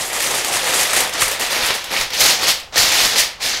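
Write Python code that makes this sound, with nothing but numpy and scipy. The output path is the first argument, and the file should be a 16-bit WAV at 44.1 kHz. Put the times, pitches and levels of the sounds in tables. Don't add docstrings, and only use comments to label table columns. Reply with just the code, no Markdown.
import sys
import numpy as np
from scipy import signal
from scipy.fft import rfft, irfft, next_fast_len
from scipy.io import wavfile
from scipy.ndimage import uniform_filter1d, map_coordinates

SR = 44100
rng = np.random.default_rng(int(sys.argv[2]) if len(sys.argv) > 2 else 0)


def store_pcm(level_fs):
    pcm = np.round(np.clip(level_fs, -1, 1) * 32767).astype(np.int16)
    wavfile.write(sys.argv[1], SR, np.atleast_2d(pcm).T)


N = 158760


def crinkle(buckles_per_s=5200, size_spread_db=3):
    # time in seconds, then relative levels of crackle, flexing and ticks in dB.
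    spread = [(0.0, -23, -26, -24), (0.088, -31, -32, -29.5), (0.12, -25, -30, -36),
              (0.13, -23.5, -24.5, -21), (0.2, -23, -28.5, -25.5), (0.228, -20.5, -30, -20.5),
              (0.272, -21, -25.5, -22), (0.288, -26, -27.5, -26.5), (0.376, -22, -23.5, -22),
              (0.432, -26.5, -33.5, -31), (0.468, -24, -27, -27), (0.484, -25, -25, -22),
              (0.504, -26.0, -25, -34)]
    fold = [(0.536, -19, -26.5, -18.5), (0.568, -20, -21, -21.5), (0.592, -24.5, -31.5, -32),
            (0.664, -22, -24, -24.5), (0.72, -19.5, -24, -24), (0.756, -18.5, -21, -17),
            (0.792, -19, -26, -18.5), (0.848, -19.5, -27, -26), (0.872, -24, -28, -28.5),
            (0.968, -16.5, -22.5, -18), (1.008, -19.5, -24, -23), (1.04, -20, -21.5, -27),
            (1.112, -39, -45, -59)]
    grip = [(1.136, -22, -27, -32), (1.16, -26.5, -28.5, -37), (1.2, -20.5, -27, -24.5),
            (1.216, -16, -25, -16.5), (1.296, -28, -31, -33), (1.32, -21.5, -30, -25.5),
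            (1.388, -30.5, -32.5, -45)]
    tuck = [(1.408, -18, -22.5, -21), (1.48, -25.5, -32.5, -32.5), (1.52, -20.0, -24, -25),
            (1.608, -19.5, -23, -29.5), (1.664, -18.5, -26.5, -21.5), (1.712, -21, -22.5, -34),
            (1.744, -24, -33.5, -29), (1.832, -30.5, -36, -46)]
    crimp = [(1.896, -30, -37, -42), (1.92, -21.5, -23, -27.5), (1.968, -20, -26, -30),
             (2.024, -19.5, -29.5, -26), (2.064, -38, -41.0, -47), (2.088, -47, -48, -60.0),
             (2.12, -28, -33, -45), (2.136, -19, -31, -27.5), (2.185, -20, -29, -29),
             (2.208, -9.5, -18.5, -10.5), (2.224, -13.5, -23.5, -18), (2.304, -13.5, -22.0, -18.5)]
    squeeze = [(2.376, -27.5, -34.5, -38), (2.432, -16.5, -19, -24.5), (2.456, -18.5, -27.5, -29),
               (2.488, -11, -19, -14.5), (2.52, -17.5, -42, -27), (2.552, -45, -37, -57),
               (2.632, -53, -46, -63)]
    smooth = [(2.712, -64, -47, -60), (2.728, -34, -34.5, -50), (2.777, -11.5, -22.5, -16.5),
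              (2.912, -18.0, -26, -25.5), (2.92, -14, -24, -20.5), (3.056, -14.5, -22, -20),
              (3.104, -21.5, -33, -29.5), (3.152, -19, -23, -29), (3.193, -10.5, -26, -13.5),
              (3.352, -52, -47.0, -78)]
    pinch = [(3.392, -51, -41, -64), (3.407, -27.5, -34, -40), (3.424, -21, -33, -27.0),
             (3.464, -18, -25.5, -25), (3.48, -17.5, -38, -23.5), (3.504, -21.5, -31.5, -32),
             (3.56, -21.5, -33, -36), (3.6, -30, -37, -44)]
    times, *levels = np.vstack([spread, fold, grip, tuck, crimp, squeeze, smooth, pinch]).T
    clump_db = wobble(knots_per_s=70)
    crackle_db, flex_db, tick_db = [np.interp(np.arange(N) / SR, times, db) + clump_db for db in levels]
    count = int(buckles_per_s * N / SR)
    buckles = (rng.random(count) * N).astype(int), size_spread_db * rng.standard_normal(count)
    crackle = amp(crackle_db - 0.03) * shower(buckles, 1560, 6820, cycles=1.65, scatter_db=3, size=96)
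    flex = amp(flex_db - 1) * shower(buckles, 165, 1517, cycles=0.73, scatter_db=9, size=192)
    ticks = amp(tick_db) * tick_runs() * shower(buckles, 6450, 16000, cycles=2, scatter_db=1, size=64)
    rumble = amp(flex_db - 22) * noise(lambda hz: band(hz, 89, 132, order=6))
    return crackle + flex + ticks + rumble


def shower(buckles, lo_hz, hi_hz, cycles, scatter_db, size, even_s=0.018):
    start, size_db = buckles
    pitch, phase, chance = rng.random((len(start), 3)).T[:, :, None]
    facet_hz = lo_hz / 2 + pitch * (hi_hz * 1.175 - lo_hz / 2)
    turns = facet_hz * np.arange(size) / SR
    grains = np.exp(-turns / cycles) * np.sin(2 * np.pi * (turns + phase))
    grains /= np.linalg.norm(grains, axis=1, keepdims=True)
    grains *= amp(size_db[:, None] + scatter_db * (2 * chance - 1))
    samples = start[:, None] + np.arange(size)
    stream = foil(np.bincount(samples.ravel(), grains.ravel(), N)[:N], lo_hz, hi_hz)
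    power = np.abs(uniform_filter1d(stream ** 2, int(even_s * SR) + 1))
    return stream / np.sqrt(power + 1e-4)


def tick_runs(runs_per_s=34, fade_s=0.011, spread_db=2.5, share=0.37):
    count = int(runs_per_s * N / SR)
    start = ((np.arange(count) + rng.random(count)) / count * (N - 1)).astype(int)
    run_db = spread_db * np.clip(rng.standard_normal(count), -2, 2)
    energy = np.bincount(start, amp(run_db) ** 2, N)
    power = signal.lfilter([1], [1, -np.exp(-1 / (fade_s * SR))], energy)
    mean_power = np.abs(uniform_filter1d(power, SR // 10)) + 1e-9
    return np.sqrt(1 - share + share * power / mean_power)


def foil(x, lo_hz, hi_hz):
    # frequency in Hz, relative level in dB.
    loose = [(88, -46), (150, -13.5), (279, -13), (520, -3.5), (860, -4), (1630, -6), (2150, -5),
             (3160, -5.5), (9390, -11.5), (12800, -17.5), (15600, -27)]
    tucked = [(88, -49), (150, -15), (396, -8), (463, -3), (752, -9), (931, 0), (1130, -4), (2320, -3.5),
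              (3700, -4), (4760, -5), (7290, -12.5), (11600, -14.5), (15600, -22.5)]
    tight = [(88, -51), (150, -12), (346, -12), (540, -9), (656, -5.5), (723, -4), (1150, -7.5), (2230, -2),
             (3100, -2.5), (4320, 0), (6750, -4), (8680, -8.5), (12600, -11), (15600, -17.5)]
    stage = np.interp(np.arange(N) / SR, [1.3, 1.5, 2.05, 2.2], [0, 0.83, 1.4, 2])
    out = np.zeros(N)
    for k, colour in enumerate((loose, tucked, tight)):
        gain = lambda hz: amp(along(colour, hz)) * hollow(hz, k / 2) * band(hz, lo_hz, hi_hz, order=9)
        crossfade = np.maximum(0, 1 - np.abs(stage - k))
        out += crossfade * unit(coloured(x, gain))
    return out


def hollow(hz, tension):
    # centre in Hz, width in Hz, strength in dB when loose, strength in dB when tight.
    resonances = [(338, 57, -4.5, -22), (526, 28, 0, 0), (730, 70, -11, -22), (1252, 50, -0.5, -30),
                  (1830, 190, -4, -14), (2120, 150, -13, -15), (4800, 88, -13, -17.5)]
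    return 1 + sum(amp(loose + tension * (tight - loose)) / (1 + (2 * (hz - centre) / width) ** 2)
                   for centre, width, loose, tight in resonances)


def snaps(level_db=-5.5, t60_s=0.022, treble_db=5, split_hz=7100):
    # start in seconds, relative level in dB, relative brightness in dB.
    creases = [(0.0998, -13, -12), (0.1307, -12, -7), (0.2033, -8.5, -6), (0.2252, -9, -4),
               (0.3071, -10, -11), (0.34, -11, -16), (0.4147, -15, -16), (0.4465, -7.5, -5),
               (0.527, -13, -5), (0.5695, -10, -5), (0.6411, -8, -13), (0.7366, -3, -16), (0.7944, -8, -13),
               (0.8318, -8.5, -1.5), (0.9325, -3.5, -7.5), (0.9639, -4, -6), (1.005, -5.5, -0.5),
               (1.0743, -13, -10), (1.094, -10.5, -10), (1.1373, -15.5, -4), (1.1517, -9, -20),
               (1.2078, -9, -5), (1.2804, -8.5, -5), (1.314, -11, -2), (1.397, -12.5, -3),
               (1.7062, -4.5, -20), (1.75, -16, -2), (1.842, -12.5, -9), (2.012, -4, -18),
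               (2.104, -11.5, -15), (2.2019, -18, -30), (2.599, -23, -5), (2.725, -23, -28),
               (2.7585, -4, -21), (2.7792, -3, -7), (3.159, -4.5, -18), (3.4203, -12, -12)]
    t, middle, treble = np.arange(N) / SR, np.zeros(N), np.zeros(N)
    for start, db, bright_db in creases:
        i = round(start * SR)
        fall = amp(db + level_db - 60 * t[:min(SR // 10, N - i)] / t60_s)
        middle[i:i + len(fall)] += fall
        treble[i:i + len(fall)] += fall * amp(bright_db + treble_db)
    body = middle * foil(rng.standard_normal(N), 340, split_hz)
    edge = treble * foil(rng.standard_normal(N), split_hz, 22000)
    return body + edge


def pops(spread_octaves=0.41, attack_s=0.00048, t60_s=0.014, count=14):
    # start in seconds, peak level in dB before the room, pitch in Hz.
    dents = [(1.219, -7.5, 2670), (1.2231, -3.5, 1660), (1.235, -16, 2800), (1.9641, -3, 2460),
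             (1.978, -9.5, 2630)]
    t, out = np.arange(SR // 20) / SR, np.zeros(N)
    fall = amp(-60 * t / t60_s) * (1 - np.exp(-t / attack_s))
    for start, db, hz in dents:
        modes = hz * 2 ** (spread_octaves * rng.standard_normal(count))
        ring = fall * np.sin(2 * np.pi * (np.outer(t, modes) + rng.random(count))).sum(axis=1)
        out[round(start * SR):][:len(t)] += amp(db) * ring / np.abs(ring).max()
    return out


def pan_bumps(attack_s=0.0025):
    # start in seconds, level in dB, seconds to fall by 60 dB.
    thuds = [(1.22, -33, 0.27), (1.62, -31, 0.3), (1.99, -32, 0.36), (2.21, -31.5, 0.39),
             (2.779, -31, 0.58), (3.031, -31, 0.3), (3.18, -41.5, 0.3), (3.429, -42, 0.5)]
    # frequency in Hz, relative level in dB.
    colour = [(15, -6), (33, 4), (55, -7), (115, -1), (180, -23.5), (500, -54)]
    t = np.arange(N) / SR
    level = sum(amp(db - 60 * np.maximum(t - start, 0) / t60) * np.clip((t - start) / attack_s, 0, 1)
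                for start, db, t60 in thuds)
    return level * noise(lambda hz: amp(along(colour, hz)))


def kitchen(x, room_db, near_share=0.27, near_t60_s=0.036, size=128):
    # frequency in Hz, seconds to fall by 60 dB.
    reverb_times = [(150, 0.18), (700, 0.42), (3000, 0.39), (7000, 0.28), (15000, 0.24)]
    hz, t, spectra = signal.stft(x, SR, nperseg=size)
    far, near = [amp(-60 * t / t60) ** 2 * (t > 0) for t60 in (along(reverb_times, hz)[:, None], near_t60_s)]
    decay = (1 - near_share) * far / far.sum(axis=1, keepdims=True) + near_share * near / near.sum()
    energy = signal.fftconvolve(np.abs(spectra) ** 2, decay, axes=1)[:, :len(t)]
    grain = signal.stft(rng.standard_normal(N), SR, nperseg=size)[2]
    tail = signal.istft(np.sqrt(np.abs(energy)) * grain / np.std(grain), SR, nperseg=size)[1][:N]
    bins_hz, (foil_power, tail_power) = signal.welch([x, tail], SR, nperseg=8 * size)
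    tail = filtered(tail, lambda hz: np.interp(hz, bins_hz, np.sqrt(foil_power / (tail_power + 1e-20))))
    return (x + amp(room_db) * tail) / np.sqrt(1 + amp(room_db) ** 2)


def room_tone(level_db=-49.5):
    # frequency in Hz, relative level in dB.
    colour = [(20, 1), (60, 1.5), (150, -8), (500, -28), (2000, -41), (15000, -57)]
    return amp(level_db) * noise(lambda hz: amp(along(colour, hz)))


def amp(db):
    return 10 ** (np.asarray(db) / 20)


def unit(x):
    return x / np.sqrt(np.mean(x ** 2) + 1e-20)


def along(points, hz):
    knots_hz, values = np.transpose(points)
    return np.interp(np.log(hz + 1), np.log(knots_hz + 1), values)


def band(hz, lo_hz, hi_hz, order):
    return ((1 + (lo_hz / (hz + 1)) ** order) * (1 + (hz / hi_hz) ** order)) ** -.5


def filtered(x, response):
    size = next_fast_len(N + SR // 2)
    return irfft(rfft(x, size) * response(np.fft.rfftfreq(size, 1 / SR)), size)[:N]


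def coloured(x, gain, size=4096):
    cepstrum = irfft(np.log(np.maximum(gain(np.fft.rfftfreq(size, 1 / SR)), 1e-6)))
    cepstrum[1:size // 2] *= 2
    cepstrum[size // 2 + 1:] = 0
    return signal.fftconvolve(x, irfft(np.exp(rfft(cepstrum))))[:N]


def noise(response):
    return unit(filtered(rng.standard_normal(N), response))


def wobble(knots_per_s):
    return map_coordinates(rng.standard_normal(1024), [np.arange(N) * knots_per_s / SR], mode="wrap")


def scene():
    background = room_tone()
    crinkling = kitchen(crinkle() + snaps(), room_db=1)
    popping = kitchen(pops(), room_db=-5.5)
    return (crinkling + popping + pan_bumps() + background)[None]


def record(dry):
    ceiling, top_hz = 0.85, 15780
    rounded = dry[0] / (1 + np.abs(dry[0] / ceiling) ** 6) ** (1 / 6)
    return filtered(rounded, lambda hz: hz < top_hz)[None]


dry = scene()
out = record(dry)
store_pcm(out)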